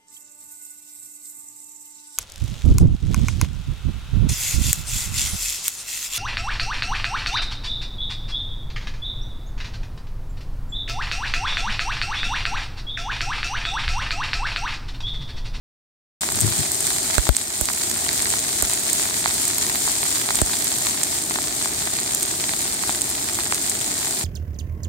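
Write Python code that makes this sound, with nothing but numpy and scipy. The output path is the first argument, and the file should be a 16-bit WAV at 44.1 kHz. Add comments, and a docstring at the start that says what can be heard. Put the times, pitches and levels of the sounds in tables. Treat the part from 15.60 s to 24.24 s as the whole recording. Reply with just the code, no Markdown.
"""Sleet on a slow river.

Countless far pellets merge into a hiss over the low rush of the water; nearer ones click on bare banks.
Close pellets pat on fabric and tick on a camera case, where a hand shifts; a few hit a microphone port
and thump. The ports ring near 8 kHz, and the gain control ducks after the hardest thumps."""
import sys
import numpy as np
from scipy import signal
from scipy.fft import rfft, irfft, next_fast_len
from scipy.io import wavfile
from scipy.ndimage import map_coordinates

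SR = 44100
rng = np.random.default_rng(int(sys.argv[2]) if len(sys.argv) > 2 else 0)


def unload_wav(signal):
    """Save mono or channel-first audio to the path in sys.argv[1] as 16-bit WAV at rate SR, clipped to [-1, 1]."""
    wavfile.write(
        sys.argv[1],
        SR,
        np.round(np.clip(np.atleast_2d(signal).T, -1, 1) * 32767).astype(np.int16),
    )


N = 381024
TIME_S = np.arange(N) / SR


def amp(db):
    """Decibels to gain."""
    return 10 ** (np.asarray(db) / 20)


def unit(x):
    """x scaled to rms 1."""
    return x / np.sqrt(np.mean(x ** 2) + 1e-20)


def along(points, hz):
    """(f/Hz, value) points read on a log axis."""
    knot_hz, values = np.transpose(points)
    return np.interp(np.log(hz + 1), np.log(knot_hz + 1), values)


def wobble(knots_per_s):
    """Smooth random curve."""
    return map_coordinates(rng.standard_normal(int(N * knots_per_s / SR) + 4), [TIME_S * knots_per_s])


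def filtered(x, response):
    """x through the frequency response given by response(hz)."""
    size = 2 * next_fast_len(N // 2 + SR // 4)
    return irfft(rfft(x, size) * response(np.fft.rfftfreq(size, 1 / SR)), size)[..., :N]


def noise(spectrum):
    """Two independent noises of rms 1 with the given spectrum."""
    return unit(filtered(rng.standard_normal((2, N)), lambda hz: amp(along(spectrum, hz))))


# Water spectrum: f/Hz, relative density/dB
RIVER_SPECTRUM = [(20, -52), (45, -7), (70, -1), (180, -4.5), (340, 0.5), (650, -2), (1100, -17.5),
                  (2500, -21.5), (8000, -29)]
# Likeness of the river at the two ports: f/Hz, coherence
RIVER_COHERENCE = [(30, .05), (60, 0.92), (130, 0.99), (300, 0.83), (700, 0.32), (1400, 0)]

def river(level_db=-34.5):
    """Steady low rush of moving water, much alike at both ports."""
    def mid_side_gains(hz):
        angle = np.arccos(np.clip(along(RIVER_COHERENCE, hz), -1, 1)) / 2
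        return np.array([np.cos(angle), np.sin(angle)])

    mid, side = filtered(noise(RIVER_SPECTRUM), mid_side_gains)
    return unit(np.array([mid + side, mid - side])) * amp(level_db)


# Strength of the sleet: t/s, level/dB
FALL_STRENGTH = [(0.6, 0.5), (2.6, 1.2), (4.0, 1.5), (5.2, 0.9), (5.8, -1.1), (8.64, -0.8)]

def fall_db(at_s):
    """Level offset as the sleet thickens and eases."""
    return np.interp(at_s, *np.transpose(FALL_STRENGTH))


# Distant sleet spectrum: f/Hz, relative density/dB
HISS_SPECTRUM = [(100, -44), (600, 3), (1500, -7.5), (2800, 0), (4500, 5), (9000, 3.5), (12000, 1),
                 (16000, 0)]

def far_sleet(level_db=-31.0, flutter_db=1.25):
    """Pellets all over the water and the woods merge into a hiss."""
    return noise(HISS_SPECTRUM) * amp(level_db + fall_db(TIME_S) + flutter_db * wobble(knots_per_s=14))


def shower(count, spread_db):
    """Random landing times and levels; the rare near pellets are the loud ones."""
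    when, distance = rng.random((count, 2)).T
    at_s = when * N / SR
    nearness = -np.log(distance + .022)
    return at_s, fall_db(at_s) + spread_db * nearness


def pellets(count, top_db, range_db):
    """Random landing times and levels; small pellets are many, large loud ones few."""
    when, jitter = rng.random((count, 2)).T
    at_s = when * N / SR
    rank = (np.arange(count) + jitter) / count
    smallness = np.log1p(10 * rank) / np.log1p(10)
    return at_s, fall_db(at_s) + top_db - range_db * smallness


def impacts(at_s, db, modes, pitch, hard_db, pan_db, lag_s, crack, crack_t60_s, samples):
    """Each pellet cracks and rings the modes; the right port hears it lag_s later."""
    t = np.arange(samples) / SR
    hits = crack * np.diff(rng.standard_normal((len(at_s), samples + 1))) * amp(-60 * t / crack_t60_s)
    for k, (hz, mode_db, t60_s) in enumerate(modes):
        tilt_db = hard_db * (((k + 1) / len(modes)) ** 2 - .3)  # hard pellets favour high modes
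        ring = (-1) ** k * np.sin(2 * np.pi * hz * pitch[:, None] * t) * amp(-60 * t / t60_s)
        hits = hits + np.reshape(amp(mode_db + tilt_db), (-1, 1)) * ring
    pair = []
    for side in (1, -1):  # left, right
        onset = np.round(np.abs(at_s - side * lag_s / 2) * SR).astype(int)
        index = onset[:, None] + np.arange(samples)
        gain = amp(db + side * np.clip(pan_db, -13, 13) / 2)
        pair.append(np.bincount(index.ravel(), (gain[:, None] * hits).ravel(), N)[:N])
    return np.array(pair)


# Frozen bank resonance: f/Hz, level/dB, t60/s
CRUST_MODES = [(6760, 0, 0.00063)]

def bank_sleet(level_db=-32):
    """Dense tiny clicks on grass, twigs and crust, from all sides."""
    at_s, db = shower(count=14000, spread_db=6.0)
    grain, pan, angle = rng.standard_normal((len(at_s), 3)).T
    pitch = np.clip(np.exp(0.42 * grain), .25, 2)
    clicks = impacts(at_s, db, CRUST_MODES, pitch, hard_db=4, pan_db=3.9 * pan,
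                     lag_s=.0003 * angle, crack=0.18, crack_t60_s=0.0003, samples=48)
    return amp(level_db) * unit(clicks)


# Hand movements: t/s, level/dB, 1/e half-width/s
HAND_SHIFTS = [(0.75, -29, 0.037), (0.845, -15.5, 0.023), (0.887, -25.5, 0.041), (1, -18, 0.017)]
# Handling spectrum: f/Hz, relative density/dB
HAND_SPECTRUM = [(20, -27), (70, -4), (140, 2), (240, -12), (450, -14), (1500, -70)]

def hand_bumps(right_db=-14):
    """Soft bumps of a hand on the left of the case."""
    press = sum(amp(db) * np.exp(-((TIME_S - at_s) / width_s) ** 2) for at_s, db, width_s in HAND_SHIFTS)
    return noise(HAND_SPECTRUM) * press * amp([[0], [right_db]])


# Heaviest pellets on the fabric: t/s, level/dB, hardness/dB
HEAVY_PATS = [(0.6336, -9, -1), (1.6682, -9, -8), (2.0872, -8, 1), (2.4904, -11, 10), (2.6567, -11.5, 6),
              (2.7379, -9.5, 1), (3.6587, -3.5, -5), (4.2774, -10.5, -7), (4.4305, -10, 2), (4.689, -9, -3),
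              (4.706, -7.5, -3), (4.7883, -9.5, 2), (5.2683, -9.5, 4), (5.7094, -9, -11), (5.7579, -9, 0),
              (5.7864, -10.5, -10), (6.0579, -10.5, -10), (6.2727, -10.5, -1), (6.84, -13.5, 9),
              (6.8931, -9.5, 2), (6.9362, -10, 1), (7.2366, -12, -5), (7.294, -5.5, -9),
              (7.7882, -10.5, -5), (7.9237, -5.5, -5)]
# Fabric resonances: f/Hz, level/dB, t60/s
FABRIC_MODES = [(810, -0.5, 0.005), (1280, 2.5, 0.003), (1900, 1, 0.0028), (4020, -4, 0.0035)]

def fabric_pats(spray_db=-35.5, hardness_db=-9.5, dulling_db_per_db=0.7, scatter_db=8):
    """Dull pats on taut fabric: a few heavy pellets, a middling patter and a fine spray."""
    spray = np.column_stack(shower(count=1300, spread_db=3.0)) + [0, spray_db]
    patter = np.column_stack(pellets(count=170, top_db=-12.5, range_db=12))
    at_s, db = np.vstack([patter, spray]).T
    hard_db = np.minimum(hardness_db - dulling_db_per_db * db, 3)  # heavier sinks deeper, sounds duller
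    hard_db += scatter_db * rng.uniform(-1, 1, len(at_s))
    at_s, db, hard_db = np.vstack([HEAVY_PATS, np.column_stack([at_s, db, hard_db])]).T
    spot, pan, angle = rng.standard_normal((len(at_s), 3)).T
    pitch = np.exp(.13 * spot)  # each spot has its own pitch
    return impacts(at_s, db, FABRIC_MODES, pitch, hard_db, pan_db=2 * pan - 0.5,
                   lag_s=.00026 + .00008 * angle, crack=.05, crack_t60_s=.0015, samples=240)


# Loudest ticks on the case: t/s, level/dB, left minus right/dB, hardness/dB; the rows at 1.5814, 1.6909, 2.0117
# and 4.8163 are the bright clicks of the port strikes below, and 3.0255 is the rebound of the 3.0236 pellet
HEAVY_TICKS = [(0.8059, -13.5, 4, 3), (0.8126, -14, 14, -5), (1.1179, -18, 7, 9), (1.2694, -16, -12, 3),
               (1.5814, -14.5, -11, 1), (1.6909, -16, 2, 11), (1.7668, -1, -17, -7), (2.0117, -12, -13, 9),
               (2.0557, -14.5, -5, -15), (2.1331, -20, -12, -4), (2.6214, -20, -11, -8),
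               (2.7919, -19, 4, -22), (3.0236, -8, -9, 7), (3.0255, -17, -6, 7), (3.0965, -18, 2, 0),
               (3.3311, -10.5, -27, -4), (3.8532, -16, -4, -18), (3.8804, -17, -11, 7),
               (4.7556, -14, -7, -15), (4.8163, -11, 14, -2), (5.0439, -18.5, -15, 12),
               (5.4339, -13, -18, 3), (6.5484, -12.5, -7, 10), (6.629, -14, -3, 7),
               (7.4184, -15.5, -13, -9), (7.9458, -16.5, -5, 3), (8.0973, -17, 0, -17)]
# Case resonances: f/Hz, level/dB, t60/s
CASE_MODES = [(6270, 4.5, 0.0013), (8480, 4.5, 0.0021), (11400, 6, 0.00094), (13700, 0, 0.0021)]

def case_ticks(rebound_s=0.002, rebound_loss_db=12):
    """Hard, bright ticks of ice on the case, which is exposed on its right; each pellet rebounds once."""
    at_s, db = pellets(count=130, top_db=-21.5, range_db=15)
    pan, hard = rng.uniform(-np.sqrt(3), np.sqrt(3), (len(at_s), 2)).T  # unit variance
    pan_db = -6 + 7 * pan
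    hard_db = 9 + 5 * hard
    light_ticks = np.column_stack([at_s, db, pan_db, hard_db])
    at_s, db, pan_db, hard_db = np.vstack([HEAVY_TICKS, light_ticks]).T
    spot, flight = rng.standard_normal((len(at_s), 2)).T
    pitch = np.exp(0.025 * spot)
    contacts = [(at_s, db), (at_s + rebound_s * np.exp(.5 * flight), db - rebound_loss_db)]
    return sum(impacts(contact_s, contact_db, CASE_MODES, pitch, hard_db, pan_db,
                       lag_s=0, crack=0.63, crack_t60_s=0.0034, samples=200)
               for contact_s, contact_db in contacts)


# Pellets on a port: t/s, level/dB, thump offset/dB, hardness/(dB/octave), channel (0 left, 1 right)
PORT_STRIKES = [(1.5814, -1, 4, 1, 1), (1.691, 3, 9, 1.5, 0), (2.012, -6, -21, -4.5, 1),
                (3.026, -7.5, -20, -3.5, 1), (4.817, 0, -26.5, -6, 1)]
# Struck port resonances, deep thump first: f/Hz, level/dB, t60/s
STRUCK_PORT_MODES = [(55, 3.5, 0.07), (116, -7, 0.014), (258, -4, 0.013), (557, 2.5, 0.022),
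                     (1370, -1.5, 0.0066), (1600, -3.5, 0.0087), (4230, -10.5, 0.0042)]

def port_thumps():
    """A pellet on a port shoves the air behind it: a knock and a deep thump in that channel alone."""
    pair = np.zeros((2, N + SR))
    t = np.arange(SR // 4) / SR
    for at_s, db, thump_db, tilt_db_per_octave, channel in PORT_STRIKES:
        rings = []
        for k, (hz, mode_db, t60_s) in enumerate(STRUCK_PORT_MODES):
            envelope = amp(mode_db + tilt_db_per_octave * np.log2(hz / 500) - 60 * t / t60_s)
            rings.append((-1) ** k * envelope * np.sin(2 * np.pi * hz * t))
        thump, *knock = rings
        onset = round(at_s * SR)
        pair[int(channel), onset:onset + len(t)] += amp(db) * (amp(thump_db) * thump + sum(knock))
    return pair[:, :N]


def scene():
    """River, sleet from far to near, and the hand."""
    return (river() + far_sleet() + bank_sleet()
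            + fabric_pats() + case_ticks() + port_thumps() + hand_bumps())


def resonances(bands, hz):
    """Minimum-phase response of a set of peaks and notches."""
    gain_db = sum(db / (1 + (2 * (hz - centre_hz) / width_hz) ** 2) for centre_hz, width_hz, db in bands)
    cepstrum = irfft(np.log(amp(gain_db)))
    half = len(cepstrum) // 2
    cepstrum[1:half] *= 2
    cepstrum[half + 1:] = 0
    return np.exp(rfft(cepstrum))


def gain_control(x, threshold_db, release_db_per_s, window_s, depth_db):
    """Gain drops by up to depth_db when the louder channel passes the threshold, then creeps back."""
    size = max(int(window_s * SR), 2)
    power = signal.fftconvolve(np.max(x ** 2, axis=0), np.ones(size) / size)[:N]
    excess_db = np.clip(10 * np.log10(np.abs(power) + 1e-12) - threshold_db, 0, depth_db)
    ramp_db = release_db_per_s * TIME_S
    return x * amp(ramp_db - np.maximum.accumulate(excess_db + ramp_db))


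# Colour of both ports: f/Hz, width/Hz, gain/dB
PORT_BANDS = [(519, 119, -13), (7802, 527, -11), (8026, 2330, 21), (8500, 1170, -4.5)]
# Colour the case adds at the right port: f/Hz, width/Hz, gain/dB
RIGHT_CASE_BANDS = [(55, 90, -0.5), (520, 126, -3), (1920, 1070, 6), (2800, 430, -6.5), (4170, 2000, 4.5),
                    (5970, 2500, -3), (9240, 2800, -1.5), (13000, 2500, 1)]

def record(dry, low_cut_hz=36, overload=1.18, start_s=0.609, top_hz=15800):
    """Port colour, bass cut, overload, gain control, silence until start_s and the band limit."""
    left, right = filtered(dry, lambda hz: resonances(PORT_BANDS, hz))
    right = filtered(right, lambda hz: resonances(RIGHT_CASE_BANDS, hz))
    low_cut = signal.butter(3, low_cut_hz, "highpass", fs=SR, output="sos")
    pair = signal.sosfilt(low_cut, [left, right])
    pair = np.clip(pair, -overload, overload)
    # slow stage ducks after thumps, quick stage after sharp ticks
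    pair = gain_control(pair, threshold_db=-12.5, release_db_per_s=9, window_s=.04, depth_db=5.5)
    pair = gain_control(pair, threshold_db=-8, release_db_per_s=65, window_s=.0025, depth_db=2.5)
    pair = np.clip(pair, -1, 1) * (TIME_S > start_s)
    return filtered(pair, lambda hz: 1 / (1 + (hz / top_hz) ** 160))


dry = scene()
out = record(dry)
unload_wav(out)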